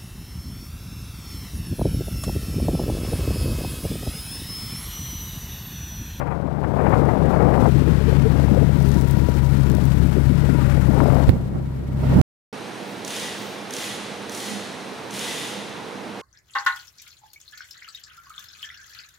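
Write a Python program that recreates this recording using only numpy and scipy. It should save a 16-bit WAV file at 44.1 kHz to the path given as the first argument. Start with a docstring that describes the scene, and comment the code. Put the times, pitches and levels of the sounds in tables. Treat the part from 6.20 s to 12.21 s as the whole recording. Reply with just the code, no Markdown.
"""Off-road truck in the wind

A camera rides a truck on a sandy track: a six-cylinder exhaust drones over tyre hiss, gear whine
and ticking sand, and another truck clatters past. Wind buffets the left microphone port while a
finger covers the right. The finger slips off with a thump, the gain control ducks, and the wind
then hits both ports."""
import sys
import numpy as np
from scipy import signal
from scipy.fft import rfft, irfft, next_fast_len
from scipy.io import wavfile
from scipy.ndimage import uniform_filter1d, minimum_filter1d

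SR = 44100
rng = np.random.default_rng(int(sys.argv[2]) if len(sys.argv) > 2 else 0)


def transcribe(u):
    """Save the signal u as a 16-bit wav file named by the first command-line argument.

    u: samples, shape (n,) or (channels, n), limited to [-1, 1]; the rate is SR.
    q: integer samples, one column per channel.
    """
    v = np.clip(np.atleast_2d(u).T, -1, 1)
    q = np.round(v * 32767).astype(np.int16)
    wavfile.write(sys.argv[1], SR, q)


N = 265244
T = np.arange(N) / SR
FFT_SIZE = next_fast_len(N, True)
FFT_HZ = np.fft.rfftfreq(FFT_SIZE, 1 / SR)


def amp(db):
    """Decibels to gain."""
    return 10 ** (np.asarray(db) / 20)


def unit(x):
    """Scales to rms 1."""
    return x / np.sqrt(np.mean(x ** 2) + 1e-20)


def evened(x, window_s):
    """Holds the running rms at 1, leaving only the quick grain."""
    power = abs(uniform_filter1d(x ** 2, int(window_s * SR) + 1))
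    return unit(x / np.sqrt(power + 1e-9))


def curve(points):
    """Linear interpolation of (time [s], value) points."""
    return np.interp(T, *np.transpose(points))


def hump(at_s, half_s):
    """Gaussian envelope of height 1."""
    return np.exp(-((T - at_s) / half_s) ** 2)


def burst(at_s, db, rise_s, decay_s):
    """Exponential rise to a peak, then exponential decay."""
    return amp(db) * np.exp(np.minimum((T - at_s) / rise_s, (at_s - T) / decay_s))


def lag(x, tau_s):
    """One-pole low-pass."""
    pole = np.exp(-1 / (tau_s * SR))
    return signal.lfilter([1 - pole], [1, -pole], x)


def colour(x, spectrum):
    """Filters by (frequency [Hz], gain [dB]) points."""
    hz, db = np.transpose(spectrum)
    gain = amp(np.interp(np.log(FFT_HZ + 1), np.log(hz), db))
    return irfft(rfft(x, FFT_SIZE) * gain, FFT_SIZE)[:N]


def noise(spectrum):
    """Coloured noise of rms 1."""
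    return unit(colour(rng.standard_normal(N), spectrum))


def wander(rate_hz):
    """Smooth random curve of rms 1."""
    white = rfft(rng.standard_normal(FFT_SIZE))
    return unit(irfft(white * np.exp(-(FFT_HZ / rate_hz) ** 2), FFT_SIZE)[:N])


def fuzzy_tone(hz, width_hz):
    """Noise band of rms 1 around a pitch."""
    envelope = wander(width_hz) + 1j * wander(width_hz)
    return unit((envelope * np.exp(2j * np.pi * hz * T)).real)


def wavering_notes(notes, waver, waver_hz):
    """Short sine notes sharing a random vibrato."""
    clock_s = np.cumsum(1 + waver * wander(waver_hz)) / SR
    return np.sqrt(2) * sum(amp(db) * hump(s, half_s) * np.sin(2 * np.pi * hz * clock_s)
                            for s, half_s, hz, db in notes)


# Body panel resonances: (frequency [Hz], width [Hz], added gain [dB])
PANEL_MODES = [(569, 52, 1.5), (843, 67, 2.5), (1460, 190, -10), (1940, 140, -14.5), (2530, 110, -19)]


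def steel_body(x):
    """Steel panels add broad resonances."""
    f = np.fft.rfftfreq(N, 1 / SR)
    modes = sum(amp(db) / (1 + (2 * (f - hz) / width_hz) ** 2) for hz, width_hz, db in PANEL_MODES)
    return irfft(rfft(x) * (1 + modes), N)


# Rolling and hiss spectra: (frequency [Hz], density [dB])
ROLL_SPECTRUM = [(20, -10), (48, 19), (85, 25.5), (170, 27), (280, 20.5), (420, 13.5), (600, 8), (800, 5.5),
                 (1200, 7.5), (2000, 3), (3000, -1.5), (5000, -9), (8000, -18), (16000, -42)]
HISS_SPECTRUM = [(1500, -7), (4000, 5), (6500, 0), (8400, 2.5), (9800, -2), (11500, 2), (14000, -2),
                 (16000, -7.5)]
# Brief swells of the rolling noise: (time [s], half width [s], boost [dB])
ROLL_SWELLS = [(1.91, 0.29, 2.5), (5.905, .045, 3)]


def rolling(turns, bank_hz, roll_db, hiss_db, roll_db_per_hz=0.45, hiss_db_per_hz=-1.0):
    """Tyre, sand and engine noise follows engine speed and throbs with each firing."""
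    offset_hz = bank_hz - bank_hz.mean()
    throb = 1 + 0.048 * np.cos(4 * np.pi * turns)
    flicker = amp(1.36 * wander(47))
    swell_db = sum(db * hump(s, half_s) for s, half_s, db in ROLL_SWELLS)
    roll = amp(roll_db + roll_db_per_hz * offset_hz + swell_db) * unit(steel_body(noise(ROLL_SPECTRUM)))
    hiss = amp(hiss_db + hiss_db_per_hz * offset_hz) * noise(HISS_SPECTRUM)
    return throb * flicker * (roll + hiss)


# Driveline tones: (frequency [Hz], width [Hz], left [dB], right [dB], share of load swell [0-1])
GEAR_TONES = [(591.4, 10, -48, -39, 0), (957, 21, -46, -44, 0.96), (1380, 30, -55, -49, .2),
              (1886, 18, -57, -51, .18), (2205, 20, -60, -53, .1)]
# Load swells: (time [s], half width [s], level [dB])
GEAR_LOADS = [(3.04, .38, -42.3), (4.366, 0.049, -34.5), (4.7, .15, -52)]


def gears():
    """Meshing gears whine at steady road speed and swell under load; stereo."""
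    load = sum(amp(db) * hump(s, half_s) for s, half_s, db in GEAR_LOADS)
    return sum((amp([[left_db], [right_db]]) + share * load) * fuzzy_tone(hz, width_hz)
               for hz, width_hz, left_db, right_db, share in GEAR_TONES)


# Sprays of fine grains: (time [s], half width [s], relative level [dB])
SAND_SPRAYS = [(2.73, 0.25, -39.5), (3.2, 0.1, -41), (3.6, 2, -48.5)]
# Loudest grains: (time [s], relative level [dB], brightness [0-1])
SAND_HITS = [(2.3485, -32, 0.63), (2.686, -33.5, 0.29), (2.7168, -24.5, 0), (2.8114, -27, .8),
             (2.8787, -36, 0.8), (2.911, -21.5, 0.86), (2.9706, -31, 0.79), (3.2461, -30, .3),
             (3.4345, -31, 0.29), (3.4991, -23, .6), (3.5168, -30, .6), (3.5502, -22, 0.8),
             (3.5686, -29, .5), (3.6395, -27, 0.8), (3.654, -22, .8), (4.8401, -30, 0.8), (4.9469, -28, .6)]
# Bright glancing and dull square impacts: (frequency [Hz], density [dB])
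GLANCING_SPECTRUM = [(1000, -40), (4000, -4), (7000, -1), (12500, 1), (16000, -1.5)]
SQUARE_HIT_SPECTRUM = [(1000, -30), (3500, -1), (5500, 1), (8000, -8), (16000, -16)]


def sand(grains_per_s=253, gain_db=-2, vary_db=3, decay_s=0.0013):
    """Grains strike the casing: dry ticks without a ring."""
    spray = sum(amp(db) * hump(s, half_s) for s, half_s, db in SAND_SPRAYS)
    grains = (rng.random(N) < grains_per_s / SR) * spray * amp(vary_db * rng.standard_normal(N))
    brightness = rng.random(N)
    for s, db, bright in SAND_HITS:
        i = round(s * SR)
        grains[i], brightness[i] = amp(db), bright
    glancing = lag(grains * np.sqrt(brightness) + 1e-18, decay_s) * noise(GLANCING_SPECTRUM)
    square = lag(grains * np.sqrt(1 - brightness) + 1e-18, decay_s) * noise(SQUARE_HIT_SPECTRUM)
    return amp(gain_db) * decay_s * SR * (glancing + square)


# Oncoming truck's clatter: (frequency [Hz], density [dB])
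CLATTER_SPECTRUM = [(200, 0), (600, -1), (850, -5), (1300, 1.5), (2200, -2.5), (3500, -16.5), (8000, -20),
                    (16000, -31)]


def oncoming_truck(shield_db, level_db=-31, pass_s=4.54, closing_m_per_s=18, nearest_m=2.3):
    """Clatter rings in the panels and grows as it nears; once past, the body shields the engine."""
    along_m = closing_m_per_s * (T - pass_s)
    distance_m = np.hypot(nearest_m, along_m)
    behind = np.maximum(along_m, 0) / distance_m
    clatter = steel_body(steel_body(noise(CLATTER_SPECTRUM)))
    rattle = unit(clatter * amp(3.5 * wander(65)))
    return amp(level_db + shield_db * behind) * nearest_m / distance_m * rattle


# Sheet metal rings: (time [s], half width [s], frequency [Hz], level [dB])
PANEL_RINGS = [(4.343, 0.033, 1480, -43), (4.413, 0.025, 1200, -38), (4.437, .05, 1940, -48),
               (4.553, 0.027, 2170, -42)]


def loose_panels():
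    """The other truck's loose panels ring briefly as it passes."""
    return wavering_notes(PANEL_RINGS, waver=0.0199, waver_hz=60.7)


# Exhaust harmonics: (order [x bank rate], relative level [dB])
EXHAUST_ORDERS = [(1, -15.5), (2, -0.5), (3, -10), (4, 1), (5, -12), (6, -14.5), (7, -24), (8, -22),
                  (9, -26.5), (10, -35), (11, -30.5), (12, -45), (13, -46)]


def exhaust(turns, note_db=-17, boom_db=-17.3, roughness=0.12, jitter_turns=0.012, pipe_lag_rad=0.53):
    """Firing pulses at order 2; unequal banks add odd orders, and the pipe delays the higher ones."""
    angle = 2 * np.pi * (turns + jitter_turns * wander(39))
    out = np.zeros(N)
    for order, db in EXHAUST_ORDERS:
        gain = amp(db + (note_db if order <= 2 else boom_db))
        flutter = 1 + roughness * np.sqrt(order / 2) * wander(30)
        out -= gain * flutter * np.cos(order * angle - pipe_lag_rad * max(order - 2, 0))
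    return np.sqrt(2) * out


# Port tones: (time [s], half width [s], frequency [Hz], level [dB])
PORT_HOOTS = [(1.886, 0.013, 437, -17.5), (2.065, 0.015, 431, -14), (2.67, 0.07, 402.3, -27.5)]


def hoots():
    """Air blowing across the port sounds short, hollow notes."""
    return wavering_notes(PORT_HOOTS, waver=0.04, waver_hz=39)


# Strongest eddies: (time [s], relative level [dB], centre [Hz])
STRONG_EDDIES = [(.255, -7, 197), (1.479, -10.5, 349.4), (1.57, -15.5, 329.6), (1.68, -13.5, 334.6),
                 (1.715, -11, 150), (1.93, -16.5, 391.3), (2.15, -16.5, 324), (2.2, -15.5, 328),
                 (2.325, -7.5, 201.4), (2.375, -15, 389), (2.43, -14.5, 339), (2.77, -13, 270.4),
                 (2.951, -14, 250.6), (3.09, -15.5, 279.2), (3.51, -14, 281.9), (3.85, -13.5, 216),
                 (3.97, -15.5, 329.3), (4.11, -14, 250.1), (4.3, -14, 265), (4.35, -15, 249),
                 (4.7, -10, 246), (4.83, -10, 318.7)]


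def eddies(half_s=0.014, spread=0.313, gain_db=-1.5, weak_per_s=3.1):
    """Short pressure swells of staggering pitch; weak ones come at random between the strong."""
    stagger = wander(254)
    weak_s = T[rng.random(N) < weak_per_s / SR]
    weak_db = -23 + 2 * np.interp(weak_s, T, wander(60))
    weak_hz = 310.1 * 2 ** (0.248 * np.interp(weak_s, T, wander(47.4)))
    out = np.zeros(N)
    for s, db, hz in [*STRONG_EDDIES, *zip(weak_s, weak_db, weak_hz)]:
        near = abs(T - s) < 4 * half_s
        swirl = np.sin(2 * np.pi * np.cumsum(hz * (1 + spread * stagger[near])) / SR)
        out[near] += amp(db + gain_db) * np.sqrt(2) * swirl * hump(s, half_s)[near]
    return out


# Vortex impacts: (time [s], level [dB], centre [Hz])
VORTEX_HITS = [(0.2785, -2.5, 790), (0.4305, -6, 750), (0.4905, -8, 700), (0.7406, -5, 861),
               (0.7569, -2, 790), (0.8881, -5, 560.4), (0.9565, -3, 700), (1.0499, -7, 481),
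               (1.1335, -4, 700), (1.1483, -6, 610), (1.2202, -3, 563.6), (1.4585, -6, 700),
               (1.622, -6.5, 330), (1.7734, -13, 385.7), (2.349, -14, 620), (2.4336, -12, 400),
               (2.4934, -11.5, 447), (2.611, -14, 600), (2.9718, -18, 560), (3.088, -6.5, 451.6),
               (3.5848, -13, 561), (3.9831, -8.5, 376), (4.2907, -12, 560.4), (4.3873, -15, 430),
               (4.5797, -11, 490.4), (4.8035, -10, 861), (4.8856, -7, 470), (4.9335, -17, 620.4),
               (5.3844, -20, 468.6), (5.9247, -12, 660)]


def vortex_knocks(half_cycles=0.62):
    """A small vortex hits the port: one quick pressure swing, a dull knock."""
    return sum(amp(db) * np.sin(2 * np.pi * hz * (T - s)) * hump(s, half_cycles / hz)
               for s, db, hz in VORTEX_HITS)


# Sharp spurts of wind: (time [s], relative level [dB], decay [s])
WIND_SPURTS = [(0.01, -8, 0.028), (0.075, -8.5, 0.011), (0.12, -9.5, 0.02), (0.441, -11.5, 0.011),
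               (0.6, -12.5, 0.025), (0.664, -11, 0.02), (0.73, -9, 0.022), (0.815, -30, 0.015),
               (0.895, -15, 0.014), (1.136, -17, 0.02), (1.34, -17, 0.022), (4.804, -12, 0.0037),
               (4.903, -11, 0.0023)]


def spurts(gain_db=-1, flutter_db=2):
    """Sudden tears in the airflow, brighter than the steady rasp."""
    air = noise([(150, -21), (450, 0.5), (850, 6.5), (1500, -3), (2400, -12.5), (3500, -33), (7000, -72)])
    envelope = sum(burst(s, db, 0.41 * decay_s, decay_s) for s, db, decay_s in WIND_SPURTS)
    return amp(gain_db) * envelope * unit(air * amp(flutter_db * wander(150)))


# Wind spectra: (frequency [Hz], density [dB])
BUFFET_SPECTRUM = [(20, -23), (50, -12.5), (100, 1), (170, 3.5), (240, -2.5), (330, -9), (480, -17.5),
                   (800, -27.5), (1600, -41.5), (4000, -80)]
RASP_SPECTRUM = [(100, -34), (280, 4), (480, 4), (750, 1), (1050, -6.5), (1500, -14), (2200, -24),
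                 (3200, -43), (6000, -57), (16000, -82)]
# Gusts: (port, start [s], end [s], rise and fall [s], buffet [dB], relative rasp [dB])
WIND_GUSTS = [("left", 0, 1.47, 0.017, -14, -16.5), ("left", 0.56, 0.89, 0.03, -19, -18),
              ("left", 1.204, 1.277, 0.049, -36, -14.5), ("left", 2.06, 2.42, 0.076, -19, -31.5),
              ("left", 4.763, 5.0, 0.068, -18, -21), ("right", 5.115, 5.16, 0.011, -8.5, -26),
              ("left", 5.17, 5.4, 0.022, -15, -27), ("right", 5.35, 5.36, 0.015, -8, -21),
              ("left", 5.42, 5.8, 0.07, -17.5, -32), ("right", 5.835, 5.85, 0.017, -22, -22.5),
              ("left", 5.905, 5.94, 0.026, -19, -26), ("right", 5.97, 6.01, 0.022, -4, -23.5)]


def wind(port, turns, breeze_buffet_db=-19.5, breeze_rasp_db=-40.5, gust_rasp_gain_db=1.5):
    """Breeze and gusts on one port: low buffeting, and a rasp that flutters as the engine shakes."""
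    buffet_gain, rasp_gain = amp(breeze_buffet_db), amp(breeze_rasp_db)
    for side, start_s, end_s, edge_s, buffet_db, rasp_db in WIND_GUSTS:
        if side == port:
            outside_s = np.maximum(np.maximum(start_s - T, T - end_s), 0)
            gust = np.exp(-outside_s / edge_s)
            buffet_gain = np.hypot(buffet_gain, amp(buffet_db) * gust)
            rasp_gain = np.hypot(rasp_gain, amp(rasp_db + gust_rasp_gain_db) * gust)
    buffet = unit(evened(noise(BUFFET_SPECTRUM), window_s=0.0296) * amp(1.32 * wander(25)))
    shake = 1 + 0.12 * np.cos(2 * np.pi * turns)
    flutter = amp(2.5 * wander(175)) * shake
    rasp = evened(colour(rng.standard_normal(N) * flutter, RASP_SPECTRUM), window_s=0.04)
    return buffet_gain * buffet + rasp_gain * rasp


# Transmission through the finger: (frequency [Hz], gain [dB])
FINGER_RESPONSE = [(30, -28), (140, -30.5), (260, -28), (500, -30), (1000, -32.5), (2000, -33), (4000, -30),
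                   (8000, -35), (14000, -22)]
# Skin slips: (time [s], level [dB], centre [Hz])
FINGER_CREAKS = [(2.7, -50, 1500), (3.725, -52, 1002), (4.27, -39, 601)]


def covering_finger(outside, rumble_db=-56):
    """The finger muffles the port, creaks on the casing and adds a faint rumble."""
    creaks = sum(burst(s, db, rise_s=0.001, decay_s=0.005) * fuzzy_tone(hz, width_hz=hz)
                 for s, db, hz in FINGER_CREAKS)
    rumble = amp(rumble_db) * noise([(20, -7), (50, -2), (120, -10), (400, -38), (2000, -70)])
    return colour(outside, FINGER_RESPONSE) + creaks + rumble


def finger_crack(snag_s=5.0825, free_s=5.0935, ring_hz=950, ring_decay_s=0.00077):
    """The fingertip snags, snaps free and slides off with a hiss; the crack rings the casing."""
    snaps = sum(burst(s, db, rise_s=0.0009, decay_s=0.0015) for s, db in [(snag_s, -22), (free_s, -6.5)])
    crack = noise([(200, -4), (700, 1), (1500, -6), (2100, -20), (3300, -16), (4500, -23), (16000, -30)])
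    slide = amp(-29) * hump(at_s=5.098, half_s=0.0088)
    hiss = noise([(500, 8), (3000, -2), (6000, -8), (16000, -1)])
    age_s = np.maximum(T - free_s, 0)
    ring = amp(-2) * np.sin(2 * np.pi * ring_hz * age_s) * np.exp(-age_s / ring_decay_s)
    return snaps * crack + slide * hiss - ring


def finger_thump(at_s=5.096, push_hz=60, push_db=-5, swing_hz=112, swing_db=12):
    """The port opens: a deep push and a short, heavy pressure swing."""
    t = T - at_s
    push = -np.cos(2 * np.pi * push_hz * t) * hump(at_s - 0.005, half_s=0.015)
    swing = -np.cos(2 * np.pi * swing_hz * t) * hump(at_s, half_s=0.0048)
    return amp(push_db) * push + amp(swing_db) * swing


# Engine speed, half the firing rate: (time [s], rate of one cylinder bank [Hz])
BANK_RATE = [(0.0, 33.12), (0.23, 37.1), (0.66, 33.54), (1.02, 35.54), (1.4, 33.41), (1.7, 35.27),
             (2.09, 34), (2.41, 35.48), (2.81, 33.39), (2.96, 34.06), (3.98, 33.46), (4.22, 35.095),
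             (4.36, 33.85), (4.66, 32.93), (5.05, 34.13), (5.15, 32), (5.64, 33.26), (6.01, 32.95)]
# Opening swell of the whole mix: (time [s], gain [dB])
MIX_SWELL = [(0, -14), (.35, -13), (.7, -5), (1.25, -4), (1.55, 0)]


def scene(uncovered_s=5.085, opening_s=0.0057):
    """Both ports hear the trucks; each has its own wind, the right only once uncovered."""
    bank_hz = curve(BANK_RATE)
    turns = np.cumsum(bank_hz) / SR
    left, right = exhaust(turns) + gears()
    left += rolling(turns, bank_hz, roll_db=-26, hiss_db=-45) + oncoming_truck(shield_db=-5)
    left += wind("left", turns) + loose_panels() + eddies() + vortex_knocks() + spurts() + hoots()
    left += sand()
    right += rolling(turns, bank_hz, roll_db=-26.5, hiss_db=-49) + oncoming_truck(shield_db=-2)
    uncovered = np.clip((T - uncovered_s) / opening_s + 1, 0, 1)
    right = (1 - uncovered) * covering_finger(right) + uncovered * (right + wind("right", turns))
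    right += finger_thump() + finger_crack()
    return amp(curve(MIX_SWELL)) * np.array([left, right])


def record(dry, threshold_db=-5.5, hold_s=0.57, recover_db_per_s=58, ceiling=0.86, cutoff_hz=15900):
    """Gain control ducks both ports, holds and recovers; soft clipping and a low-pass follow."""
    power_db = 10 * np.log10(lag((dry ** 2).max(0), tau_s=0.0088) + 1e-12)
    demand_db = 1.213 * np.maximum(power_db - threshold_db, 0)  # more than the excess
    hold = int(hold_s * SR) | 1
    held_db = -minimum_filter1d(-demand_db, hold, origin=hold // 2, mode="nearest")
    ramp_db = recover_db_per_s * T
    duck_db = np.maximum.accumulate(held_db + ramp_db) - ramp_db
    smoothed_db = 0.4 * lag(duck_db, tau_s=0.0048) + 0.6 * lag(duck_db, tau_s=0.071)
    ducked = dry / amp(smoothed_db)
    clipped = ducked / (1 + abs(ducked / ceiling) ** 5) ** (1 / 5)
    lowpass = signal.firwin(511, cutoff_hz, window=("kaiser", 9), fs=SR)
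    return signal.oaconvolve(clipped, lowpass[None], "same")


dry = scene()
out = record(dry)
transcribe(out)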